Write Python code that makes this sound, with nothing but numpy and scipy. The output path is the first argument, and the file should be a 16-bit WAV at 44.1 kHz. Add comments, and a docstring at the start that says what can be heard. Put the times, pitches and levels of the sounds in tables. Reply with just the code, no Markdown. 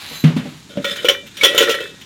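"""A stack of steel dishes in a small hard kitchen, close to a phone: a spatula laid on it makes them clink, chatter, rock.
Blows ring decaying modes and throw noise crashes; chatter is random tiny impacts on the same modes.
Before that the steel spatula scrapes out from under flatbread (noise, grit, narrow singing bands),
and the bread flops into an insulated pot (low modes, noise slaps). Handle knocks on the counter, steady air, clipped peaks.
"""
import sys
import numpy as np
from scipy import signal
from scipy.fft import rfft, irfft
from scipy.io import wavfile

SR = 44100
rng = np.random.default_rng(int(sys.argv[2]) if len(sys.argv) > 2 else 0)


def attenuation_scalar(level_db):
    """Turn a level in dB into a linear amplitude multiplier (20 dB per decade)."""
    decades = np.asarray(level_db, float) / 20
    return 10 ** decades


def log_audio(samples):
    """Write samples as a 16-bit WAV file to the path given in sys.argv[1]."""
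    # one column per channel
    frames = np.atleast_2d(samples).T
    # limit to full scale, then quantise
    limited = np.clip(frames, -1, 1)
    pcm = np.round(limited * 32767).astype(np.int16)
    wavfile.write(sys.argv[1], SR, pcm)


N = 90404


def unit(x):
    """Scale to rms 1."""
    return x / np.sqrt(np.mean(x ** 2) + 1e-20)


def along(points, hz):
    """Interpolate (frequency [Hz], value) points on a log frequency axis."""
    f, v = np.transpose(points)
    return np.interp(np.log(hz + 1), np.log(f + 1), v)


def level(rows):
    """Gain per sample from (time [s], level [dB]) rows, -120 dB outside them."""
    s, db = np.transpose(rows)
    return attenuation_scalar(np.interp(np.arange(N) / SR, s, db, left=-120, right=-120))


def noise(response, size=N):
    """Noise of rms 1 with a given magnitude response."""
    hz = np.fft.rfftfreq(size, 1 / SR)
    return unit(irfft(rfft(rng.standard_normal(size)) * response(hz), size))


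def dying(colour, t60, size):
    """Noise burst, each frequency decaying at its own rate; rms 1 over the first 5 ms."""
    hz, t, z = signal.stft(rng.standard_normal(size), SR, nperseg=128)
    decay_db = -60 * t / along(t60, hz)[:, None]
    z = z * attenuation_scalar(along(colour, hz)[:, None] + decay_db)
    x = signal.istft(z, SR, nperseg=128)[1][:size]
    return x / np.sqrt(np.mean(x[:SR // 200] ** 2))


def ringing(modes, scatter_db, attack_s, size=SR // 2):
    """One blow on a set of decaying modes, each level scattered at random."""
    hz, db, t60 = np.transpose(modes)[:, :, None]
    t = np.arange(size) / SR
    db = db + scatter_db * rng.standard_normal(hz.shape)
    tones = attenuation_scalar(db - 60 * t / t60) * np.sin(2 * np.pi * hz * t)
    return tones.sum(0) * (1 - np.exp(-t / attack_s))


def damped(x, free_s, added_t60_s):
    """x rings freely, then a contact adds a second decay."""
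    late_s = np.maximum(np.arange(len(x)) / SR - free_s, 0)
    return x * attenuation_scalar(-60 * late_s / added_t60_s)


def grains(per_s, spread_db):
    """Random tiny impacts of either sign, a few larger than the rest."""
    sizes = np.minimum(rng.exponential(size=N), 3.5)
    return (rng.random(N) < per_s / SR) * rng.choice([-1, 1], N) * attenuation_scalar(spread_db * sizes)


def add(out, s, x):
    """Mix x into out from time s."""
    part = out[round(s * SR):][:len(x)]
    part += x[:len(part)]


# air colour: (frequency [Hz], level [dB per Hz])
AIR_COLOUR = [(12, -38), (20, 1.5), (240, 1), (335, -3.5), (570, -22.5), (674, -17), (916, -13.5),
              (1600, -18), (1740, -18), (5030, -16), (6840, -14), (15800, -45)]


def air():
    """Steady air of the kitchen: coloured stationary noise."""
    return attenuation_scalar(-44.5) * noise(lambda hz: attenuation_scalar(along(AIR_COLOUR, hz)))


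# room decay: (frequency [Hz], t60 [s])
ROOM_T60 = [(150, 0.52), (1000, 0.12), (4000, 0.06), (12000, 0.19)]


def room(dry):
    """Diffuse reflections: convolution with decaying noise, 250 samples late."""
    tail = dying([(100, 0)], ROOM_T60, SR // 2)
    wet = signal.fftconvolve(np.pad(dry, (250, 0)), tail / np.linalg.norm(tail))[:N]
    return attenuation_scalar(-12) * wet


# the handle knocks on the counter: (time [s], level [dB])
KNOCKS = [(0.699, -34.5), (0.755, -25), (0.772, -8), (0.798, -16.5), (0.915, -24.5), (1.232, -30.5)]
# counter modes: (frequency [Hz], level [dB], t60 [s])
COUNTER_MODES = [(208, 1, 0.12), (265, -1.5, 0.078), (424, -10, 0.035), (474, -10, 0.11),
                 (568.3, 1.5, 0.073)]
# soft contact noise, also slaps the pot: (frequency [Hz], level [dB per Hz])
SLAP_COLOUR = [(410, 6.5), (700, -0.5), (955, 1), (1180, -0.5), (3190, 0), (4520, -11.5), (13600, -30),
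               (15500, -46)]


def counter():
    """Dry wooden knocks: short modes plus a scuff of decaying noise."""
    out = np.zeros(N)
    for s, db in KNOCKS:
        add(out, s, attenuation_scalar(db - 5.5) * ringing(COUNTER_MODES, scatter_db=0.5, attack_s=0.0019))
        add(out, s, attenuation_scalar(db - 24.5) * dying(SLAP_COLOUR, [(1000, 0.15)], SR // 2))
    return out


# bread and knocks on the pot:
# (time [s], level [dB], slap over thud [dB], rim over thud [dB], base over thud [dB])
THUDS = [(0.111, -25, -7.5, -3, -12), (0.2394, 6, -21.5, -32, -5), (0.261, -7.5, -23.5, -45, -5.5),
         (0.301, -7.5, -23, -16.5, -36), (0.3645, -3, -17.5, -39, -18), (0.392, -15, -24, -25, -21),
         (0.454, -11.5, -19.5, -8.5, -14.5), (0.521, -21, -19, -25, -12)]
# pot body, rim and base modes: (frequency [Hz], level [dB], t60 [s])
POT_MODES = [(215.2, -5.5, 0.098), (243.4, -4.5, 0.085), (276, -10.5, 0.065)]
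RIM_MODES = [(371, -5.5, 0.16), (480, -2, 0.075), (573, 1, 0.1), (790, -7, 0.074)]
BASE_MODES = [(160.1, 2.5, 0.23)]
BODY_TRIM_DB, SLAP_TRIM_DB, RIM_TRIM_DB = -2, -7, -7
SLAP_T60_S = 0.37
BASE_FREE_S, BASE_ADDED_T60_S = 0.064, 0.078  # the bread settles on the base and stills it


def pot():
    """Soft thuds: slow-attack modes of body, rim and damped base, with a noise slap."""
    out = np.zeros(N)
    for s, db, slap_db, rim_db, base_db in THUDS:
        slap = dying(SLAP_COLOUR, [(1000, SLAP_T60_S)], SR // 2)
        rim = ringing(RIM_MODES, scatter_db=6.0, attack_s=0.0021)
        body = ringing(POT_MODES, scatter_db=2, attack_s=0.0045)
        base = ringing(BASE_MODES, scatter_db=-0.7, attack_s=0.0069)
        base = damped(base, BASE_FREE_S, BASE_ADDED_T60_S)
        thud = attenuation_scalar(BODY_TRIM_DB) * body + attenuation_scalar(base_db) * base
        thud += attenuation_scalar(rim_db + RIM_TRIM_DB) * rim + attenuation_scalar(slap_db + SLAP_TRIM_DB) * slap
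        add(out, s, attenuation_scalar(db) * thud)
    return out


# scrape pressure: (time [s], level [dB])
SCRAPE = [(0.0, -34.5), (0.17, -34), (0.234, -42.5), (0.242, -35.5), (0.346, -57), (0.372, -34.5),
          (0.422, -48.5), (0.49, -43), (0.7, -52.5)]
# rasp colour: (frequency [Hz], level [dB per Hz])
RASP_COLOUR = [(180, -50), (300, -25), (411, -14), (562, -11.5), (835, -8), (4000, -2.5), (4960, -12),
               (8560, -20.5), (12500, -18.5), (15500, -27)]
# singing of the edge: (time [s], level [dB])
SQUEAL = [(0.07, -55), (0.146, -48), (0.174, -43), (0.184, -49), (0.204, -42), (0.248, -60), (0.26, -66)]
# blade edge resonances: (frequency [Hz], half-width [Hz], level [dB])
EDGE_BANDS = [(1670, 69, -7), (4025, 38, 12.5), (6300, 120, -2), (7220, 150, -4), (11100, 120, -7),
              (12200, 96, 0), (13700, 120, -7)]


def scrape():
    """The blade rasps over steel and bread (noise and grit) while its edge sings in narrow bands."""
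    grit = np.convolve(grains(per_s=1900, spread_db=5.0), dying(RASP_COLOUR, [(1000, 0.003)], 400))[:N]
    rasp = unit(noise(lambda f: attenuation_scalar(along(RASP_COLOUR, f))) + 0.97 * unit(grit))
    edge = noise(lambda f: sum(attenuation_scalar(db) * w ** 2 / np.hypot(f - hz, w) ** 2 for hz, w, db in EDGE_BANDS))
    return level(SCRAPE) * rasp + attenuation_scalar(10.5) * level(SQUEAL) * edge


# light touches, one mode each: (time [s], level [dB], nearest mode [Hz], free ring [s])
CLINKS = [(0.842, -21.5, 1435, 0.076), (.846, -18, 562, 0.035), (1.048, -14.5, 545, 0.039),
          (.85, -23, 3530, 0.088), (.85, -28, 2360, 0.0069), (.858, -26, 1890, 0.12),
          (.885, -24, 3074, 0.017), (.908, -17.5, 3526, 0.012), (0.907, -25.5, 3074, 0.012),
          (.982, -25.5, 3020, 0.021), (1.055, -21.5, 2360, 0.016), (1.087, -11, 3020, 0.012),
          (1.09, -9, 3325, 0.0078), (1.10, -24.5, 1071, 0.05), (1.10, -13, 545, 0.073),
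          (1.138, -27.5, 2360, 0.15), (1.126, -26.5, 3020, 0.09), (1.11, -31, 1935, 0.102),
          (1.411, -7.5, 2239, 0.039), (1.441, -17, 1348, 0.083), (1.47, -25, 2622, .08),
          (1.70, -24.5, 1348, .06), (1.44, -6.5, 3405, 0.01), (1.438, -13, 3074, .03),
          (1.452, -11.5, 1935, 0.16), (1.46, -21, 562, 0.035), (1.481, -9.5, 3230, 0.024),
          (1.581, -17, 1348, 0.105), (1.582, -15, 3020, 0.038), (1.602, -14, 1935, 0.16),
          (1.635, -16, 362, .065), (1.61, -8.5, 455, 0.026), (1.685, -6.5, 455, 0.016),
          (1.705, -23, 3230, 0.04), (1.722, -22, 2360, 0.04), (1.79, -30, 1935, 0.045),
          (.976, -31, 2360, 0.024), (1.834, -33, 3458, 0.097), (1.84, -24.5, 405, 0.066),
          (1.799, -30.5, 2622, .14)]
# the top dish rocks and taps the one below: (time [s], level [dB])
TAPS = [(0.961, -22), (0.9904, -25.5), (1.0849, -8), (1.1497, -19.5), (1.5423, -20), (1.6288, -23),
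        (1.676, -13), (1.742, -14), (1.7875, -17.5), (1.833, -25), (1.857, -23)]
# tap modes: (frequency [Hz], level [dB], t60 [s])
TAP_MODES = [(1550, 1, 0.019), (1777, 5.5, 0.015)]
# dish boom, dish ring and blade modes, also for blows and chatter: (frequency [Hz], level [dB], t60 [s])
BOOM_MODES = [(362, -11, 0.18), (405, -6, 0.085), (455, 2, 0.076), (495.5, 4, 0.053), (545, -4.5, 0.17),
              (562, -13.5, 0.26)]
RING_MODES = [(1071, -15, 0.15), (1348, -8.5, 0.24), (1435, -1.5, 0.14), (1890, -11, 0.54),
              (1935, -10.5, 0.66)]
BLADE_MODES = [(2239, 0.5, 0.092), (2360, -13, 0.43), (2622, -12, 0.42), (2920, -15, 0.47),
               (2997, 11.5, 0.031), (3020, -11, 0.38), (3074, 7.5, 0.082), (3230, 1.5, 0.11),
               (3325, 4, 0.075), (3405, 3.5, 0.14), (3458, -5.5, 0.32), (3526, -13, 0.2), (3530, -15, 0.7),
               (4186, -5.5, 0.088)]
# steel sliding on steel, also for chatter: (frequency [Hz], level [dB per Hz])
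GRIT_COLOUR = [(410, -45), (700, -44), (1120, -12), (1880, -4), (2810, -8.5), (3460, 2), (4540, -14),
               (15600, -28.5)]
CLINK_TICK_DB = -18.5  # crack over note
CLINK_ADDED_T60_S = 0.037


def clinks():
    """Touches ring single steel modes until damped, each with a noise tick; taps are short mode pairs."""
    out = np.zeros(N)
    for s, db, hz, free_s in CLINKS:
        modes = BOOM_MODES + RING_MODES + BLADE_MODES
        near_hz, _, t60_s = min(modes, key=lambda mode: abs(mode[0] - hz))
        note = ringing([(near_hz, 0, t60_s)], scatter_db=1, attack_s=0.0013)
        add(out, s, attenuation_scalar(db) * damped(note, free_s, CLINK_ADDED_T60_S))
        add(out, s, attenuation_scalar(db + CLINK_TICK_DB) * dying(GRIT_COLOUR, [(1000, 0.16)], SR // 8))
    for s, db in TAPS:
        add(out, s, attenuation_scalar(db - 1.0) * ringing(TAP_MODES, scatter_db=1, attack_s=0.00074))
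    return out


# treble modes of the stack: (frequency [Hz], level [dB], t60 [s])
SHIMMER_MODES = [(5120, 1.5, 0.17), (5660, -5, 0.13), (5720, -0.5, 0.17), (7180, -2, 0.15)]
CROWD_LOW_HZ, CROWD_HIGH_HZ, CROWD_DB, CROWD_MEAN_T60_S = 4270, 15950, -9.5, 0.068


def treble_modes():
    """Treble of the stack: listed modes and 130 random ones."""
    span_hz = CROWD_HIGH_HZ - CROWD_LOW_HZ
    crowd = [(CROWD_LOW_HZ + span_hz * u, CROWD_DB, CROWD_MEAN_T60_S * (0.5 + v))
             for u, v in rng.random((130, 2))]
    return SHIMMER_MODES + crowd


# blows on the dishes: (time [s], level [dB], dish boom [dB], dish ring [dB], crash and treble [dB])
BLOWS = [(0.845, -7, -12.5, 0, -20), (0.9073, -26, -37, -15, -8), (0.96, -22.5, -26, -3, -9.5),
         (1.0454, -18, 8, 8.5, -11), (1.052, -8.5, -13, -19, -19.5), (1.0857, 0, -10.5, -7, -14.5),
         (1.0958, -18.5, 4.5, 11, -23), (1.2646, -42.5, -16, -15, 1), (1.3692, -21.5, -43, -13.5, -9.5),
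         (1.4341, 0.5, -10.5, -1, -13), (1.4468, -3, -5, -3.5, -8.5), (1.5464, -13, 2.5, 7.5, -15),
         (1.5786, -2, -9, 1.5, -9), (1.6061, -6, 0, -32, -13.5), (1.6244, -12, -22, 11.5, -6),
         (1.6768, -19, 3, 9, -34), (1.6939, -12.5, 1.5, 8, -8.5), (1.7094, -9.5, -7.5, -1, -11.5),
         (1.7436, -13, -6.5, 5.5, -18), (1.8048, -20, -1.5, 6, -20), (2.012, -36, -31, -26, -5.5)]
# crash colour: (frequency [Hz], level [dB per Hz])
CRASH_COLOUR = [(350, -30), (600, -34), (822, -14), (1360, -17), (1950, -9), (2460, -6), (3100, 0),
                (4800, -18.5), (6060, -13), (15800, -57)]
# crash decay: (frequency [Hz], t60 [s])
CRASH_T60 = [(800, 0.25), (3000, 0.15), (6000, 0.16), (14000, 0.095)]
RING_TRIM_DB, BLADE_DB, SHIMMER_TRIM_DB, CRASH_TRIM_DB = -14, -17.5, -15.5, 0.5
SCATTER_DB = 3
BURST_DECAY_S = 0.0073  # time constant
BLOW_FREE_S, BLOW_ADDED_T60_S = 0.12, 0.39


def blows(treble):
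    """A blow is a short burst of contacts on ring, blade and treble modes, plus boom and noise crash."""
    out, t = np.zeros(N), np.arange(SR // 25) / SR
    for s, db, boom_db, ring_db, crash_db in BLOWS:
        burst = rng.standard_normal(len(t)) * (rng.random(len(t)) < 0.03) * np.exp(-t / BURST_DECAY_S)
        burst[0] = 1.83  # first contact
        modes = (attenuation_scalar(ring_db + RING_TRIM_DB) * ringing(RING_MODES, SCATTER_DB, attack_s=0.000043)
                 + attenuation_scalar(BLADE_DB) * ringing(BLADE_MODES, SCATTER_DB, attack_s=0.00057)
                 + attenuation_scalar(crash_db + SHIMMER_TRIM_DB) * ringing(treble, scatter_db=5.5, attack_s=0.00059))
        struck = signal.fftconvolve(modes, burst / np.linalg.norm(burst))[:SR // 2]
        struck = damped(struck, BLOW_FREE_S, BLOW_ADDED_T60_S)
        boom = attenuation_scalar(boom_db) * ringing(BOOM_MODES, scatter_db=2.5, attack_s=0.0051)
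        crash = attenuation_scalar(crash_db + CRASH_TRIM_DB) * dying(CRASH_COLOUR, CRASH_T60, SR // 2)
        add(out, s, attenuation_scalar(db) * (struck + boom + crash))
    return out


# contact pressure: (time [s], level [dB], sliding over ringing [dB])
CHATTER = [(0.691, -37.5, -4), (0.788, -36.5, -12.5), (0.882, -30.5, 1), (1.014, -29.5, -5),
           (1.044, -29, -6), (1.188, -48.5, 2), (1.334, -61, 15), (1.426, -22.5, -6), (1.552, -17, -14.5),
           (1.6, -22, 2.5), (1.684, -21.5, -14), (1.842, -31, -4), (1.926, -44, -4), (2.05, -60, 11)]
# boom, ring, blade and treble under chatter: level [dB]
RUBBED_DB = [-9, -13.5, -10.5, -27.5]
CHATTER_PER_S, CHATTER_SPREAD_DB = 1300, 3.5


def chatter(treble):
    """Random tiny contacts excite the steel modes and a sliding noise."""
    bodies = [ringing(m, 0, 0.0011) for m in (BOOM_MODES, RING_MODES, BLADE_MODES, treble)]
    steel = sum(attenuation_scalar(db) * b / np.linalg.norm(b) for db, b in zip(RUBBED_DB, bodies))
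    s, db, slide_db = np.transpose(CHATTER)
    touches = unit(grains(CHATTER_PER_S, CHATTER_SPREAD_DB))
    grit = dying(GRIT_COLOUR, [(1000, 0.035)], SR // 8)
    sliding = np.convolve(level(np.c_[s, db + slide_db]) * touches, grit / np.linalg.norm(grit))[:N]
    return sliding + signal.fftconvolve(level(np.c_[s, db]) * touches, steel)[:N]


def dishes():
    """Blows and chatter share one set of treble modes."""
    treble = treble_modes()
    return blows(treble) + chatter(treble)


def scene():
    """Sources, room reflections and air, as one channel."""
    dry = pot() + scrape() + dishes() + clinks() + counter()
    return (dry + room(dry) + air())[None]


def roll_off(x):
    """The treble ends steeply here."""
    return signal.sosfilt(signal.butter(12, 15990, fs=SR, output="sos"), x)


def record(dry):
    """The phone's microphone drops the deep bass and clips peaks with a rounded knee."""
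    highpass = signal.butter(2, 82, "high", fs=SR, output="sos")
    x = signal.sosfilt(highpass, dry)
    hardness = 8
    clipped = x / (1 + np.abs(x) ** hardness) ** (1 / hardness)  # ceiling 1.0
    return roll_off(clipped)


dry = scene()
out = record(dry)
log_audio(out)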